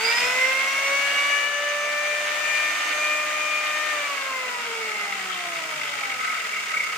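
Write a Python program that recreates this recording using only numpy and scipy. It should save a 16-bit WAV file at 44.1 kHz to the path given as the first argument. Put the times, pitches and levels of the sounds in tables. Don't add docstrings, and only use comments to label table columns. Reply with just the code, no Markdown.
import sys
import numpy as np
from scipy import signal
from scipy.fft import rfft, irfft
from scipy.io import wavfile
from scipy.ndimage import uniform_filter1d, map_coordinates

SR = 44100
rng = np.random.default_rng(int(sys.argv[2]) if len(sys.argv) > 2 else 0)


def waveform_to_disk(signal):
    frames = np.transpose(np.atleast_2d(signal))
    scaled = np.clip(frames, -1, 1) * 32767
    samples = np.round(scaled).astype(np.int16)
    wavfile.write(sys.argv[1], SR, samples)


N = 307377
TIME = np.arange(N) / SR
FREQS = np.fft.rfftfreq(N, 1 / SR)
FULL_HZ = 304.32
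OFF_S = 3.9
BELT_RATIO, CAGE_ORDER = 1.772, .355

# frequency in Hz, width in Hz, relative level in dB.
HOUSING_MODES = [(1243, 130, -6), (1412, 29, 2), (1513, 76, 2.5), (1974, 212, 3), (2241, 120, 6.5),
                 (2460, 280, 0.5), (2808, 187, 0), (3082, 106, -1.5), (3580, 490, -6.5), (4700, 480, -11.5)]
# frequency in Hz, width in Hz, relative level in dB.
SOLE_MODES = [(1287, 43, 9.5), (2770, 73, 0.5), (4990, 440, -9.5)]


def drum(hz, turns):
    # frequency in Hz, gain in dB.
    slot_gain = [(160, -17), (400, -22), (450, -7.5), (1100, -9), (1270, -9), (1780, -8), (2070, -1.5),
                 (2400, -3.5), (3000, -16.5), (3530, -10.5), (3700, -17), (4550, -11.5), (4850, -26)]
    # multiple of the rotation, relative level in dB.
    overtones = [(12, -8.5), (14, -14.5), (16, -9), (20, -4.5)]
    # time in seconds, gain in dB.
    beam_2 = [(.1, -2), (.17, -16), (.25, 0.5), (.33, -6.5), (.48, 2), (.75, -10), (.92, 6), (1.08, -4.5),
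              (1.25, -8), (1.6, 4.5), (2.2, -0.5), (2.75, -15), (3.05, -1), (3.9, -6), (3.98, 2.5),
              (4.09, -3), (4.16, -6), (4.33, -3), (4.43, 1), (4.58, -4.5), (4.72, 2), (5.45, 4.5),
              (6.1, -1)]
    beam_4 = [(.3, -0.5), (.95, 2.5), (1.08, -4.5), (1.26, 5), (1.42, -0.5), (2.0, 4), (2.15, -1.5),
              (2.5, -4.5), (2.9, 3.5), (4.4, 3), (4.7, -1), (4.85, -6), (5.08, 2), (5.33, -2), (5.52, 6.5),
              (5.8, 0.5), (6.05, -8.5)]
    beam_6 = [(.1, -6), (.45, 0), (.84, -4), (.97, 3.5), (1.33, 5), (1.55, 9.5), (2.25, 3), (2.55, 8),
              (2.85, 1), (3.1, 2.5), (3.35, -3), (3.6, -3.5), (3.76, 4.5), (3.91, 6), (4.0, -2), (5.3, -2),
              (5.88, -4), (6.05, 6.5), (6.22, -6)]
    beam_8 = [(0, -21), (.15, 3), (.25, -6), (.42, 6), (.75, 2.5), (1.3, 5.5), (1.62, -3), (2.1, 3),
              (2.27, -7), (2.54, 5), (2.87, -4.5), (3.05, 6.5), (3.33, -0.5), (3.56, 7.5), (3.88, -4.5),
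              (4.05, -1), (4.22, -6), (4.36, 1), (4.55, 0), (4.7, -12), (5.3, -11)]
    beam_10 = [(.02, -5), (.1, 6.5), (.17, -6), (.24, 4), (.35, -4), (.7, 1.5), (1.15, 9), (1.55, 10.5),
               (1.95, -2.5), (2.2, -1.5), (4.2, 1), (4.67, -8), (4.8, -1), (5.1, 4.5), (5.25, -4.5),
               (5.5, -8)]
    beams = {2: beam_2, 4: beam_4, 6: beam_6, 8: beam_8, 10: beam_10}
    beam_sweep = {2: [(.4, 7), (1.6, 1), (2.1, -9), (2.8, 12), (3.5, 9.5), (4.0, -3)], 4: [(1.8, -7),
                  (2.15, 20), (2.55, 13), (2.85, -12), (3.2, 0)], 6: [(1.3, 5), (2.1, -3), (2.5, 10),
                  (2.85, -10), (3.35, 8), (3.85, 16), (4.05, 0)], 8: [(.7, -1), (1.2, 0.5), (1.45, 16),
                  (2.25, 8), (2.5, 6.5), (3.6, 4.5), (4.0, 8)], 10: [(.5, -3), (1.0, 1), (1.55, 6),
                  (2.1, -2.5)]}
    # rotation in Hz, level in dB.
    hum_by_speed = [(110, -70), (130, -61.5), (185, -53), (225, -55.5), (300, -53.5)]
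    # time in seconds, gain in dB.
    hum_beam = [(.9, -5.5), (1.9, -13), (2.9, -1.5), (4.7, -2.5)]
    siren_db, siren_power = -28.5, 1.42
    flicker_hz = 9
    belt_shake_turns = .013

    coasting = np.interp(TIME, [OFF_S, OFF_S + .1], [0, 1])
    turns = turns + 0.0024 * walk(1.7) + belt_shake_turns * coasting * walk(38)
    flicker = .08 + .25 * coasting
    siren = 0
    for k, beam in beams.items():
        pan_db = curves(beam_sweep[k])[0]
        line = partial(k * turns, flutter_db=0.72, pan_db=pan_db, spread=0.2 * np.sqrt(k))
        gain = at_pitch(slot_gain, k * hz) * undb(curves(beam)[0])
        siren = siren + gain * fading(flicker, flicker_hz * np.sqrt(k)) * line
    for k, db in overtones:
        line = partial(k * turns, flutter_db=2.5, pan_db=4, spread=.5)
        siren = siren + at_pitch(slot_gain, k * hz) * undb(db) * line
    hum_gain = at_pitch(hum_by_speed, hz) * undb(curves(hum_beam)[0])
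    hum = hum_gain * partial(turns, flutter_db=3.5, pan_db=2, spread=0.1)
    return undb(siren_db) * siren * (hz / FULL_HZ) ** siren_power + hum


def rotation():
    # rotation still to gain in Hz, time constant in seconds.
    run_up = [(18.88, .236), (66.16, .985)]
    drag_s, friction_hz_per_s = 4.924, 34.7
    powered = np.minimum(TIME, OFF_S)
    hz = FULL_HZ - sum(gap * np.exp(-powered / lag) for gap, lag in run_up)
    brake = friction_hz_per_s * drag_s
    return (hz + brake) * np.exp(-(TIME - powered) / drag_s) - brake


def motor(hz, turns):
    # frequency in Hz, gain in dB.
    casing_gain = [(4500, -2), (4930, 11.5), (5230, 8.5), (5380, -3), (5700, -1), (5880, 1), (6330, 1.5),
                   (6430, 1.5)]
    slots = 12
    whine_db = -42
    ease_db_per_s, extra_fade_db_per_s = 2.1, 17
    shaft = BELT_RATIO * turns
    rock = .14 * np.cos(2 * np.pi * CAGE_ORDER * turns) + .06 * walk(50)
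    whine = partial(slots * shaft + rock, flutter_db=3, pan_db=-6, spread=1.5)
    hum = partial(shaft, flutter_db=2.5, pan_db=1, spread=.6) * (hz / FULL_HZ) ** 2
    casing = at_pitch(casing_gain, slots * BELT_RATIO * hz)
    fade_db = ease_db_per_s * TIME + extra_fade_db_per_s * np.maximum(TIME - OFF_S, 0)
    return undb(whine_db - fade_db) * casing * whine + undb(-54.5) * hum


def rush(hz, turns, cage):
    # frequency in Hz, relative density in dB per Hz.
    air_spectrum = [(25, -49), (45, -54), (85, -19.5), (130, -20), (220, -21.5), (340, -8), (450, -8.5),
                    (650, 7), (850, 3), (1050, 7), (1250, -2), (2500, 1), (5000, -40), (12000, -45)]
    # frequency in Hz, relative density in dB per Hz.
    hiss_at_ports = [(200, -60), (1500, -50), (3000, -0.5), (4200, -0.5), (5000, 1), (5700, 3), (7200, 3),
                     (9000, -2), (9800, -9), (11300, -5.5), (12500, -13.5), (13500, -7.5), (14300, -12),
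                     (15400, -11.5)]
    air_db, air_power = -39.5, 0.46
    rattle_db, rattle_power = -31, 0.24
    hiss_db, hiss_power = -39.5, .1
    speed = hz / FULL_HZ
    knife = 1 + speed ** 2 * (0.22 * np.cos(4 * np.pi * turns) + 0.29 * np.cos(8 * np.pi * turns))
    air = undb(air_db) * speed ** air_power * noise(colour(air_spectrum), knife)
    shaking = knife * cage * undb(1.43 * walk(58))
    rattle = undb(rattle_db) * speed ** rattle_power * noise(ring(HOUSING_MODES), shaking)
    hiss = undb(hiss_db) * speed ** hiss_power * noise(colour(hiss_at_ports), np.sqrt(np.abs(cage)))
    return air + rattle + hiss


def throb(hz, turns):
    strike_s = 6.805
    slack = 1 - hz / FULL_HZ
    rounds = CAGE_ORDER * (turns - np.interp(strike_s, TIME, turns))
    depth = np.clip(.22 + .25 * slack, 0, 1)
    beat = 1 + depth * np.cos(2 * np.pi * rounds + 0.66 * walk(5.8))
    grains = unit(undb(3 * np.clip(walk(350), -2.5, 2.5)))
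    return beat * np.sqrt(1 - slack + slack * grains ** 2)


def knocks(hz):
    # time in seconds, pitch of the chirp
    # at that time in Hz, relative level of the chirp in dB, relative level of the low ring in dB.
    cage_knocks = [(4.893, 2110, -25, -36), (4.918, 2230, -28, -32), (4.959, 2150, -27, -52),
                   (4.976, 2150, -31, -38), (5.127, 2090, -26, -30.5), (5.302, 2000, -50, -29.5),
                   (5.535, 2210, -26.5, -37), (5.561, 2040, -28, -34), (5.642, 2070, -27, -37),
                   (5.725, 2100, -44, -33), (5.817, 2060, -25, -45), (5.837, 2050, -27, -54),
                   (5.856, 2250, -28.5, -41), (5.874, 2050, -36, -38), (5.892, 2040, -29.5, -50),
                   (5.955, 2220, -31, -44), (6.037, 2200, -24, -36), (6.056, 2290, -24.5, -41),
                   (6.104, 2210, -30, -41), (6.123, 2240, -26, -52), (6.197, 2200, -27, -29.5),
                   (6.214, 2130, -24, -32), (6.238, 2090, -29, -28), (6.259, 2140, -29, -30),
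                   (6.282, 2050, -24, -28), (6.305, 2160, -23.5, -33), (6.33, 2090, -27, -29),
                   (6.355, 1930, -28, -38), (6.386, 1990, -25.5, -50), (6.41, 2100, -30, -46),
                   (6.456, 2100, -28, -53), (6.537, 2250, -24, -45), (6.563, 2170, -24.5, -53),
                   (6.588, 2160, -26, -51), (6.676, 2180, -30, -47), (6.712, 1960, -24.5, -32.5),
                   (6.744, 2220, -23, -26.5), (6.774, 2220, -20, -36), (6.806, 2180, -19, -53),
                   (6.837, 2160, -23, -39), (6.867, 2170, -29, -33), (6.899, 2140, -31, -31),
                   (6.932, 2100, -31, -32)]
    share, tail = .28, .85
    chirp_fall_hz_per_s = 10000
    pure_db = -26
    ring_s = .016
    low, scrape, chirps = 0, 0, 0
    waver = .1 * walk(120)
    for (s, pitch, chirp_db, ring_db), start in zip(cage_knocks, rng.random(len(cage_knocks))):
        length = share / (CAGE_ORDER * np.interp(s, TIME, hz))
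        age = TIME - s
        push = undb(chirp_db - 1) * swell(s, length, tail * length)
        pure = 1 / (1 + undb(pure_db - chirp_db) ** 2)
        cycles = start + waver + pitch * age - chirp_fall_hz_per_s * age ** 2 / 2
        chirps = chirps + np.sqrt(2 * pure) * push * np.cos(2 * np.pi * cycles)
        scrape = scrape + np.sqrt(1 - pure) * push
        low = low + undb(ring_db - .5) * swell(s, length, ring_s)
    body = undb(-8) * chatter(HOUSING_MODES[:3]) + chatter(SOLE_MODES[:1])
    return chirps + scrape * noise(ring(HOUSING_MODES[3:]) ** 2, 1) + low * body


def chatter(modes):
    scrape = noise(ring(modes) ** 2, 1)
    return scrape / np.sqrt(uniform_filter1d(np.mean(scrape ** 2, axis=0), size=400))


def block(cage):
    # time in seconds, half length in seconds, level in dB.
    slide_list = [(4.68, 0.082, -41), (5.337, 0.04, -36), (5.853, 0.12, -40)]
    # time in seconds, length in seconds, level in dB.
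    bump_list = [(0.218, 0.13, -51.5), (5.12, 0.032, -59)]
    # time in seconds, level in dB.
    contact_level = [(4.2, -39), (4.7, -37.5), (5.4, -39.5), (5.9, -37.5), (6.97, -37.5)]
    # frequency in Hz, width in Hz, relative level in dB.
    wood_modes = [(65.5, 88, -15.5), (114, 21, -9.5), (208, 83, -4.5), (457, 48, 4)]
    slides = sum(undb(db) * swell(s, length, length) for s, length, db in slide_list)
    bumps = sum(undb(db) * swell(s, length / 2, length) for s, length, db in bump_list)
    rasp = noise(ring([(3175, 700, 0)]) ** 2, undb(3.5 * walk(70)))
    thud = noise(ring([(130, 620, 0)]) ** 2, 1)
    drone = undb(-16.5) * noise(ring(wood_modes), 1)
    buzz = undb(curves(contact_level)[0]) * (noise(ring(SOLE_MODES), cage) + drone)
    return slides * rasp + bumps * thud + buzz


def room(x):
    t60_s, tail_db, mono_hz = 0.59, -5, 356
    age = np.arange(SR // 2) / SR
    decay = np.exp(-np.log(1000) * age / t60_s) * (age > .006)
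    mid, side = rng.standard_normal((2, len(age))) * decay
    side = signal.sosfilt(signal.butter(2, mono_hz, "high", fs=SR, output="sos"), side)
    tail = np.array([mid + side, mid - side])
    tail /= np.sqrt(np.sum(tail ** 2, axis=1, keepdims=True))
    return undb(tail_db) * signal.fftconvolve(x, tail, axes=1)[:, :N]


def partial(turns, flutter_db, pan_db, spread):
    sides = np.array([[1], [-1]])
    gain = undb(sides * (pan_db + 2.5 * walk(4.2)) / 2)
    gain = gain / np.sqrt(np.mean(gain ** 2, axis=0))
    path = rng.random() + .15 * walk(1)
    between_ports = sides * spread * (.6 + walk(3)) / 2
    phase = 2 * np.pi * (turns + path) + between_ports + 0.064 * walk(51)
    return np.sqrt(2) * gain * unit(undb(flutter_db * walk(31))) * np.cos(phase)


def fading(depth, rate):
    scattered = depth * (walk(rate) + 1j * walk(rate))
    return np.abs(1 + scattered) / np.sqrt(1 + 2 * depth ** 2)


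def noise(response, gate):
    # frequency in Hz, side minus mid in dB.
    port_width = [(40, 10), (150, -30), (350, -14), (700, -9), (1500, -0.5), (2500, -5.5), (4500, -0.5),
                  (9000, 0.5)]
    # frequency in Hz, left minus right in dB.
    port_lean = [(300, 0), (2200, 0.5), (3600, 2), (5000, -2.5), (5700, -0.5), (7000, -8), (8800, 5.5),
                 (11300, 0.5), (12700, 3), (15000, -8.5)]
    mid, side = rfft(rng.standard_normal((2, N)) * gate) * response
    width, lean = colour(port_width), np.sqrt(colour(port_lean))
    ports = np.array([(mid + width * side) * lean, (mid - width * side) / lean])
    return unit(irfft(ports / np.sqrt(1 + width ** 2), N))


def ring(modes):
    response = 0
    for k, (hz, width, db) in enumerate(modes):
        damping = 1j * FREQS * width
        response = response + (-1) ** k * undb(db) * damping / (hz ** 2 - FREQS ** 2 + damping)
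    return response


def at_pitch(points, hz):
    pitch, db = np.transpose(points)
    return undb(np.interp(np.log(hz), np.log(pitch), db))


def colour(points):
    return at_pitch(points, FREQS + 1)


def swell(s, rise_s, fall_s):
    age = TIME - s
    shape = np.zeros(N)
    near = (age > -3 * rise_s) & (age < 3 * fall_s)
    shape[near] = np.exp(-(age[near] / np.where(age[near] < 0, rise_s, fall_s)) ** 2)
    return shape


def walk(rate):
    return unit(irfft(rfft(rng.standard_normal(N)) * np.exp(-(FREQS / rate) ** 2), N))


def curves(table):
    s, *columns = np.transpose(table)
    return [np.interp(TIME, s, c) for c in columns]


def undb(db):
    return 10 ** (np.asarray(db) / 20)


def unit(x):
    return x / np.sqrt(np.mean(x ** 2))


def scene():
    # time in seconds, gain in dB.
    facing_gain = [(0, 5), (.16, 6), (.57, 2.5), (1.3, 2.5), (1.52, -1.8), (2.05, -0.5), (2.55, 2),
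                   (3.06, 1.5), (3.25, 0), (3.95, 0.5), (4.35, -2), (6.97, 0.5)]
    # time in seconds, lag in milliseconds.
    port_lag = [(3.8, 0.0025), (4.5, 0.058), (5.2, 0.053)]
    hz = rotation()
    turns = np.cumsum(hz) / SR
    facing = undb(curves(facing_gain)[0])
    siren = facing * drum(hz, turns)
    cage = throb(hz, turns)
    machine = motor(hz, turns) + facing * rush(hz, turns, cage) + knocks(hz) + block(cage)
    left, right = siren + machine + room(machine + undb(-7) * siren)
    late = np.arange(N) - curves(port_lag)[0] * SR / 1000
    return np.array([left, map_coordinates(right, [late], order=3, mode="nearest")])


def record(dry):
    return signal.sosfilt(signal.ellip(10, .2, 80, 15600, fs=SR, output="sos"), dry)


dry = scene()
out = record(dry)
waveform_to_disk(out)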